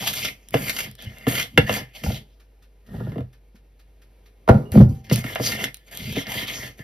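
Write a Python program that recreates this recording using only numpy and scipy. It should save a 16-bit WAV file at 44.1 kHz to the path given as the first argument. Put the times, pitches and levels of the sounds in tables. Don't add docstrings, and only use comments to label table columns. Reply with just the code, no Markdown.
import sys
import numpy as np
from scipy import signal
from scipy.fft import rfft, irfft, next_fast_len
from scipy.io import wavfile
from scipy.ndimage import uniform_filter1d

SR = 44100
rng = np.random.default_rng(int(sys.argv[2]) if len(sys.argv) > 2 else 0)


def generate_wav(signal):
    frames = np.transpose(np.atleast_2d(signal))
    scaled = np.clip(frames, -1, 1) * 32767
    pcm = np.round(scaled).astype(np.int16)
    wavfile.write(sys.argv[1], SR, pcm)


N = 301203

# (start [s], length [s], scrape level [dB],
# sizzle above the scrape at the start [dB], at the end [dB])
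STROKES = [(0.002, 0.097, -32, -10, 0), (0.153, .13, -33, -1, -7), (0.536, 0.16, -30.5, -14, -3.5),
           (0.73, 0.092, -33.5, -7.5, -5.5), (0.814, 0.047, -36, 5, -12), (0.988, 0.06, -42.5, -19, -10),
           (1.046, 0.21, -45, -18, -14.5), (1.282, 0.13, -27, -5, -7), (1.607, 0.062, -40, -9.5, -14.5),
           (1.67, 0.092, -25, -22.5, -7.5), (1.764, 0.034, -30, -3, -15.5), (1.953, 0.11, -46.5, -3, -16),
           (2.037, 0.13, -42, 0.5, -6), (4.727, 0.089, -44, 0.5, -5.5), (4.858, 0.14, -67, 14, -3),
           (5.046, 0.051, -49, -12, -22), (5.128, 0.031, -33, 4.5, -9), (5.167, 0.021, -31, -12, -8),
           (5.24, 0.088, -30.5, -15.5, -14.5), (5.369, 0.1, -31, -25, 5), (5.461, 0.1, -27, -1.5, -15.5),
           (5.582, 0.057, -26, -20, -13), (5.869, 0.045, -51, -9, -16), (5.917, 0.22, -39.5, -8.5, -6.5),
           (6.159, 0.048, -29, -14.5, -13.5), (6.257, 0.048, -31, -29, -7), (6.34, 0.091, -29.5, -8, -11.5),
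           (6.475, 0.2, -34, -8, -13.5), (6.782, 0.027, -43, -14.5, -14.5)]
# (time [s], bass level [dB], middle level [dB], treble level [dB])
BOWL_KNOCKS = [(0.541, -15, -9.5, -19), (0.57, -27, -30, -29), (1.268, -8, -14.5, -27),
               (1.576, -0.5, -3.5, -9), (1.694, -40, -14, -20.5), (2.037, -22, -28.5, -33.5),
               (3.119, -31, -37, -48), (3.158, -21.5, -30.5, -58), (3.181, -21, -27.5, -44),
               (3.206, -37.5, -36, -49), (4.722, -38, -35, -40), (5.112, -4.5, -21, -28),
               (5.241, -16, -36.5, -31.5), (5.357, -68, -19, -24.5), (5.398, -18.5, -17.5, -40),
               (6.167, -17.5, -15.5, -45.5), (6.792, -25.5, -46, -44.5)]
# (time [s], level [dB])
EDGE_CATCHES = [(0.026, -30.5), (0.061, -36), (0.074, -21.5), (0.136, -28.5), (.249, -25.5), (0.257, -29),
                (0.683, -29.5), (0.696, -22.5), (0.766, -27), (0.788, -22.5), (0.805, -25.5),
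                (1.323, -27.5), (1.353, -23.5), (1.381, -23.5), (1.398, -22), (1.413, -26.5), (1.726, -21),
                (1.74, -24), (5.099, -30.5), (5.52, -21.5), (5.641, -18.5), (6.269, -32), (6.319, -27.5)]
# (frequency [Hz], level [dB], t60 [s])
BOWL_MODES = [(121, -6, 0.15), (156, -3, 0.091), (214.2, -1, 0.049), (275, 0, 0.078), (316, 5, 0.024),
              (464, -0.5, 0.046), (491, 1.5, 0.054), (656, 9.5, 0.013), (801, 2, 0.016), (987, -0.5, 0.014),
              (1364, -0.5, 0.019), (1674, -2.5, 0.036), (1761.3, 1.5, 0.017), (2066, 5, 0.022),
              (2540, -5.5, 0.011), (2736, -5, 0.042), (2960, -1.5, 0.02), (3423, -5.5, 0.023),
              (3813, -8, 0.014), (4700, -9.5, 0.0012)]
# (frequency [Hz], level [dB], t60 [s])
SPOON_MODES = [(3100, -10, 0.024), (4620, -4, 0.009), (4820, -2, 0.021), (5600, -7.5, 0.0076),
               (6680, -4, 0.0073)]
# (frequency [Hz], level per Hz [dB])
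SCRAPE_SPECTRUM = [(700, 0), (1300, -15), (1900, -5), (3200, 4.5), (4500, -3.5), (6500, -1), (8000, -20)]
# (frequency [Hz], level per Hz [dB])
SIZZLE_SPECTRUM = [(5000, -12.5), (7000, 2.5), (9000, 0), (10700, -2), (12500, 3), (15500, -4)]
# (time [s], level [dB])
BATTER_SMACKS = [(0.4868, -25), (0.508, -28.5), (0.9136, -29), (0.953, -31.5), (1.0241, -26),
                 (1.1847, -29.5), (2.0378, -22.5), (4.7195, -16.5), (5.1592, -6.5), (5.351, -16),
                 (5.7442, -18), (5.7699, -27.5), (5.913, -34), (5.9514, -22), (5.9734, -15), (6.126, -19.5)]
# (frequency [Hz], level per Hz [dB])
SMACK_SPECTRUM = [(800, -13), (2500, -2), (6000, 0.5), (11000, 2.5), (15500, 1)]
# (time [s], thud level [dB], wet patter level [dB])
FRUIT_POUR = [(2.82, -82, -77.5), (2.89, -38.5, -61.5), (2.946, -27.5, -50.5), (3.0, -26.5, -53.5),
              (3.15, -34, -57.5), (3.188, -32.5, -60), (3.234, -40, -68), (3.31, -74.5, -85.5)]
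# (frequency [Hz], level per Hz [dB])
PATTER_SPECTRUM = [(410, -8.5), (700, -3.5), (1060, -14.5), (1330, -6), (1520, -19.5), (1830, 1),
                   (2270, -23), (2860, -10), (5810, -25), (8450, -45)]
# (start [s], length [s], level [dB])
BOWL_SHOVES = [(0.0, 0.0047, -34), (.55, 0.013, -21.5), (.82, 0.033, -37), (1.04, 0.024, -36),
               (1.28, 0.0036, -31.5), (1.58, 0.012, -17), (1.69, 0.021, -27.5), (2.05, 0.02, -22),
               (5.12, 0.005, -15), (6.0, 0.14, -28)]
# (time [s], bass level [dB], middle level [dB], treble level [dB])
TABLE_THUMPS = [(1.061, -26.5, -68, -60), (2.062, -13.5, -55.5, -24.5), (2.101, -21, -28.5, -26.5),
                (2.941, -35, -26.5, -37), (3.004, -40, -22.5, -33), (3.067, -28, -29.5, -35),
                (3.197, -22, -34.5, -46), (3.543, -78, -45, -67.5), (4.478, -32.5, -33, -13.5),
                (4.489, -2, -9, 0), (4.544, -11.5, -10.5, -25.5), (4.708, -20, -44, -59),
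                (4.738, -22, -13, -31.5), (4.752, -4.5, 0, -18), (4.775, -26.5, -2, -57.5),
                (4.796, 1, -15, -49.5), (4.81, -8, -5.5, -19.5), (4.872, -19, -30.5, -44),
                (4.91, -15, -21, -53)]
# (frequency [Hz], level [dB], t60 [s])
TABLE_MODES = [(60.6, -4, 0.12), (90, 1.5, 0.12), (124.5, 0, 0.25), (149.5, -5, 0.21), (209.8, 4.5, 0.11),
               (264, -3, 0.11), (318, 0.5, 0.051), (387, 0, 0.05), (495, 1.5, 0.1), (570, 3, 0.047),
               (641, 3.5, 0.029), (772, 1, 0.024), (906, -4, 0.021), (1414, -11, 0.046),
               (1840, -3.5, 0.0037)]
# (frequency [Hz], level per Hz [dB])
SLAM_SPECTRUM = [(400, 10.5), (1500, -16.5), (3000, -28), (9000, -29.5)]
# (time [s], frequency [Hz], level [dB], t60 [s])
BOWL_SINGS = [(4.655, 2870, -53.5, 0.41), (4.86, 778, -51.5, 1)]
# (frequency [Hz], level per Hz [dB])
TICK_SPECTRUM = [(600, -20.5), (1500, -1.5), (2500, -3.5), (5000, -7.5), (9000, -12), (15000, -12)]
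# (frequency [Hz], level per Hz [dB])
AIR_SPECTRUM = [(40, -28), (70, -2.5), (200, -12.5), (500, -12), (800, -22), (1200, -30.5), (2200, -26.5),
                (5000, -36), (16000, -36)]
# (frequency [Hz], level [dB])
WALL_WEIGHTS = [(60, -28.5), (150, -15), (400, 0), (1000, 7.5), (2500, 4), (5500, 5.5), (7000, -26.5),
                (9700, 2), (16000, -10.5)]
# (frequency [Hz], phase by which left leads [rad])
PORT_LEADS = [(20, 0), (900, .5), (1600, -.2), (3000, -.6), (4000, -.1), (5500, -.7), (7400, -np.pi),
              (8900, -np.pi), (10600, -2 * np.pi), (13000, -2 * np.pi), (14600, -3 * np.pi),
              (22050, -3 * np.pi)]
# (frequency [Hz], level [dB])
SHAKEN_WEIGHTS = [(60, -28.5), (250, -15), (500, -14), (1100, 6), (2200, -18), (4000, -16.5)]

STROKE_RISE_DB_PER_S, STROKE_FALL_DB_PER_S = 1498.5, 327
SETTLE_DB, SETTLE_DB_PER_S = -21.5, 69
CATCH_RASP_DB, CATCH_RISE_DB_PER_S, CATCH_FALL_DB_PER_S = -1.5, 1495.5, 750.5
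FLEX_DB, LOAD_DB = -9, -8
SHOVE_RISE_DB_PER_S, SHOVE_FALL_DB_PER_S = 490.5, 221.5
KNOCK_TOP_DB = 1.5
CATCH_BASS_DB, CATCH_MIDDLE_DB, CATCH_TREBLE_DB = -24.5, -40.5, -9.5
CATCH_SPOON_DB, CATCH_CLICK_DB = -9, 7.5
SPOON_DB, SPOON_FOLLOWS = -25.5, 1.2
LUCK_DB = 2.5
WANDER_DB = 3.5
BASS_LAG_S = 0.00673
TICK_FIRST_S, TICK_EVERY_S, TOCK_EARLY_S = .072, .2324, .008
TICK_DB, TICK_T60_S, TICK_SOFT_S = -54.5, 0.13, 0.0073
HUM_HZ, HUM_DB = 49.2, -49
AIR_DB = -62.5
KITCHEN_T60_S, KITCHEN_DB = 0.14, -8.5
BASS_CUT_HZ, CUTOFF_HZ = 36, 15850


def stirring():
    scrape_db, sizzle_db, flex_db, load_db = stroke_levels()
    thud_db, patter_db = in_time(FRUIT_POUR)
    bright_db = np.maximum(sizzle_db, -20)
    slip = stick_slip()
    rub = amp(scrape_db - 0.16 * bright_db - 4.0) * slip
    judder = grains(per_s=430.0, spread_db=2.5, clump_db=1.0, clump_rate=74.0)
    flex = (amp(flex_db) + amp(thud_db - 19)) * judder
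    push = (amp(load_db) + amp(thud_db)) * judder
    blows = bending(struck_bowl(rub, flex, sizzle_db) + struck_table(push))

    hiss_gain = amp(scrape_db + 0.92 * bright_db + 2.5)
    hiss = hiss_gain * patchy(slip, SCRAPE_SPECTRUM, patch_db=6.0, rate=3.8)
    fine = 0.16 * slip + rng.standard_normal(N)
    sizzle_gain = amp(scrape_db + sizzle_db + 2.5) + amp(patter_db - 7.0)
    sizzle = sizzle_gain * rms_one(colour(fine, SIZZLE_SPECTRUM))
    spoon = ringing_spoon(amp(scrape_db + SPOON_FOLLOWS * bright_db + SPOON_DB) * slip)
    clicks = cracks(EDGE_CATCHES, CATCH_CLICK_DB, 0.002, SCRAPE_SPECTRUM)
    return blows, hiss + sizzle + spoon + clicks + wet_patter(patter_db)


def stroke_levels():
    stroke_db, stroke, along = swells(STROKES, STROKE_RISE_DB_PER_S, STROKE_FALL_DB_PER_S)
    early_db, late_db = np.array(STROKES)[stroke, 3:].T
    sizzle_db = uniform_filter1d(early_db + along * (late_db - early_db), size=SR // 100)
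    shove_db = swells(BOWL_SHOVES, SHOVE_RISE_DB_PER_S, SHOVE_FALL_DB_PER_S)[0]
    load_db = np.maximum(shove_db, stroke_db + LOAD_DB)
    settling = [(s, length, db + SETTLE_DB) for s, length, db, *_ in STROKES]
    settle_db = swells(settling, STROKE_RISE_DB_PER_S, SETTLE_DB_PER_S)[0]
    rasps = [(s, .004, db + CATCH_RASP_DB) for s, db in EDGE_CATCHES]
    rasp_db = swells(rasps, CATCH_RISE_DB_PER_S, CATCH_FALL_DB_PER_S)[0]
    scrape_db = np.max([stroke_db, settle_db, rasp_db], axis=0)
    return scrape_db, sizzle_db, stroke_db + FLEX_DB, load_db


def stick_slip():
    slip = grains(per_s=7000., spread_db=0.5, clump_db=0.5, clump_rate=13.0)
    grit = grains(per_s=550.0, spread_db=2.0, clump_db=3.0, clump_rate=24.0)
    return rms_one(slip + grit)


def struck_bowl(rub, flex, sizzle_db):
    knocks = [(*row, row[3] + KNOCK_TOP_DB) for row in BOWL_KNOCKS]
    for s, db in EDGE_CATCHES:
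        knocks.append((s, db + CATCH_BASS_DB, db + CATCH_MIDDLE_DB, db + CATCH_TREBLE_DB, db))

    def shaking(hz):
        if hz > 1750:
            tilt_db = .3 * sizzle_db * np.log2(hz / 2600)
            return amp(-31.0 + WANDER_DB * drift(16.0) + tilt_db) * rub
        share = amp(-2.0) if hz > 900 else hz > 250
        return amp(-27.0) * flex * share

    return body(BOWL_MODES, knocks, [150, 550, 1500, 3000], blow_db=-1.0,
                chatter_db=-30.5, chatter_s=0.045, shaking=shaking)


def struck_table(push):
    return body(TABLE_MODES, TABLE_THUMPS, [90, 205, 650], blow_db=-2.5,
                chatter_db=-36.5, chatter_s=0.22, shaking=lambda hz: amp(-31.5) * push * (hz < 250))


def body(modes, blows, column_hz, blow_db, chatter_db, chatter_s, shaking):
    blows = np.array(blows)
    at = np.round(blows[:, 0] * SR).astype(int)
    out = np.zeros(N)
    luck = rng.normal(0, LUCK_DB, (len(at), len(modes)))
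    chatter = amp(chatter_db) * grains(per_s=4600.0, spread_db=4.5, clump_db=3.0, clump_rate=180.0)
    for k, (hz, level_db, t60) in enumerate(modes):
        hits = np.zeros(N)
        tint_db = np.array([at_hz(hz, column_hz, row[1:]) for row in blows])
        hits[at] = amp(tint_db + blow_db + luck[:, k])
        force = hits + decay(hits, chatter_s) * chatter + shaking(hz)
        out += amp(level_db) * (-1) ** k * ring(force, hz, t60)
    return out


def bending(x):
    size = next_fast_len(N + SR // 10)
    hz = np.maximum(np.arange(size // 2 + 1) * SR / size, 40)
    lag = BASS_LAG_S * (np.sqrt(100 / hz) - np.sqrt(100 / 2500))
    phase = 2 * np.pi * np.cumsum(lag) * SR / size
    return irfft(rfft(x, size) * np.exp(-1j * phase), size)[:N]


def ringing_spoon(brisk):
    s, db = np.transpose(EDGE_CATCHES)
    brisk[np.round(s * SR).astype(int)] += amp(db + CATCH_SPOON_DB)
    return sum(amp(db + 4.9 * drift(11.0)) * ring(brisk, hz, t60) for hz, db, t60 in SPOON_MODES)


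def patchy(x, spectrum, patch_db, rate):
    x = colour(x, spectrum)
    edges = 500 * 2 ** np.arange(0, 4.6, .5)
    out = np.zeros(N)
    for k, pair in enumerate(zip(edges, edges[1:])):
        band = signal.sosfilt(signal.butter(2, pair, "band", fs=SR, output="sos"), x)
        out += band * amp(patch_db * drift(rate)) * (-1) ** k
    return rms_one(out)


def wet_patter(patter_db):
    wet = grains(per_s=4800.0, spread_db=1.0, clump_db=3.0, clump_rate=65.0)
    return amp(patter_db) * rms_one(colour(wet, PATTER_SPECTRUM))


def contact_noise():
    knocks = [(row[0], row[3]) for row in BOWL_KNOCKS] + list(EDGE_CATCHES)
    thumps = [(row[0], row[3]) for row in TABLE_THUMPS]
    snaps = cracks(knocks, -7.5, 0.05, TICK_SPECTRUM) + cracks(thumps, -27.5, 0.05, TICK_SPECTRUM)
    slams = cracks(thumps, -24.5, 0.57, SLAM_SPECTRUM)
    smacks = cracks(BATTER_SMACKS, -3.5, 0.005, SMACK_SPECTRUM)
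    return snaps, slams, smacks


def cracks(blows, crack_db, t60, spectrum):
    start = np.zeros(N)
    for s, level_db in blows:
        start[round(s * SR)] = amp(level_db + crack_db)
    return decay(start, t60) * rms_one(colour(rng.standard_normal(N), spectrum))


def singing():
    out = np.zeros(N)
    for s, hz, level_db, t60 in BOWL_SINGS:
        touch = np.zeros(N)
        touch[round(s * SR)] = amp(level_db)
        out += ring(touch, hz, t60)
    return out


def ticking():
    t = np.arange(N) / SR
    tick_s = np.arange(TICK_FIRST_S, N / SR - .01, TICK_EVERY_S)
    tick_s = tick_s - TOCK_EARLY_S * (np.arange(len(tick_s)) % 2)
    levels_db = TICK_DB + rng.normal(0, 0.5, len(tick_s))
    ticks = cracks(zip(tick_s, levels_db), 0, TICK_T60_S, TICK_SPECTRUM)
    since_tick = t - tick_s[np.searchsorted(tick_s, t) - 1]
    return ticks * np.clip(since_tick / TICK_SOFT_S, 0, 1)


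def hum():
    phase = 2 * np.pi * HUM_HZ * np.arange(N) / SR + 0.33 * drift(3.3)
    return amp(HUM_DB + drift(8.0)) * np.sin(phase)


def room_air():
    level_db = AIR_DB + 0.55 * drift(12.0) + 1.3 * drift(0.52)
    return amp(level_db) * rms_one(colour(rng.standard_normal(N), AIR_SPECTRUM))


def kitchen(x):
    t = np.arange(SR // 2) / SR
    echoes = rng.standard_normal((2, len(t))) * amp(-60 * t / KITCHEN_T60_S) * (t > .002)
    echoes = echoes / np.sqrt(np.sum(echoes ** 2, axis=1, keepdims=True))
    return signal.fftconvolve(colour(x, WALL_WEIGHTS)[None], echoes, axes=1)[:, :N]


def ports(x):
    size = next_fast_len(N + 999)
    lead = np.interp(np.arange(size // 2 + 1) * SR / size, *np.transpose(PORT_LEADS))
    return irfft(rfft(x, size) * np.exp(.5j * lead * [[1], [-1]]), size)[:, :N]


def shaken_phone(x):
    quarter_turned = signal.hilbert(colour(x, SHAKEN_WEIGHTS), next_fast_len(N)).imag[:N]
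    return quarter_turned * [[1], [-1]]


def swells(rows, rise_db_per_s, fall_db_per_s):
    t = np.arange(0, N, 8) / SR
    start, length, level_db = np.transpose(rows)[:3, :, None]
    before = np.maximum(start - t, 0)
    after = np.maximum(t - start - length, 0)
    shape = level_db - rise_db_per_s * before - fall_db_per_s * after
    row = np.argmax(shape, axis=0)
    along = np.clip((t - start[row, 0]) / length[row, 0], 0, 1)
    return [np.repeat(v, 8)[:N] for v in (shape.max(axis=0), row, along)]


def ring(x, hz, t60):
    r, w = amp(-60 / (t60 * SR)), 2 * np.pi * hz / SR
    return signal.lfilter([0, np.sin(w)], [1, -2 * r * np.cos(w), r * r], x + 1e-18)


def decay(x, t60):
    return signal.lfilter([1], [1, -amp(-60 / (t60 * SR))], x + 1e-18)


def grains(per_s, spread_db, clump_db, clump_rate):
    sizes = amp(spread_db * np.minimum(rng.exponential(1, N), 5)) * rng.choice([-1, 1], N)
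    return rms_one(sizes * (rng.random(N) < per_s / SR) * amp(clump_db * drift(clump_rate)))


def drift(rate):
    r = np.exp(-2 * np.pi * rate / SR)
    noise = rng.standard_normal(N + SR)
    return rms_one(signal.lfilter([1], [1, -2 * r, r * r], noise)[SR:])


def colour(x, spectrum):
    size = next_fast_len(N)
    hz = np.maximum(np.arange(size // 2 + 1) * SR / size, 1)
    return irfft(rfft(x, size) * amp(at_hz(hz, *np.transpose(spectrum))), size)[:N]


def at_hz(hz, points_hz, values):
    return np.interp(np.log(hz), np.log(points_hz), values)


def in_time(rows):
    s, *columns = np.transpose(rows)
    return [np.interp(np.arange(N) / SR, s, c, left=-120, right=-120) for c in columns]


def amp(db):
    return 10 ** (np.asarray(db) / 20)


def rms_one(x):
    return x / np.sqrt(np.mean(x ** 2) + 1e-20)


def scene():
    blows, rubbing = stirring()
    snaps, slams, smacks = contact_noise()
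    near = blows + rubbing + snaps + slams + smacks + singing() + ticking()
    air = room_air()
    direct = ports(near + air + hum())
    return direct + shaken_phone(blows + slams) + amp(KITCHEN_DB) * kitchen(near + air)


def record(dry):
    bass_cut = signal.butter(2, BASS_CUT_HZ, "high", fs=SR, output="sos")
    top_cut = signal.ellip(12, .5, 70, CUTOFF_HZ, fs=SR, output="sos")
    loud = signal.sosfilt(bass_cut, np.clip(dry, -1, 1))
    return signal.sosfilt(top_cut, np.clip(loud, -1, 1))


dry = scene()
out = record(dry)
generate_wav(out)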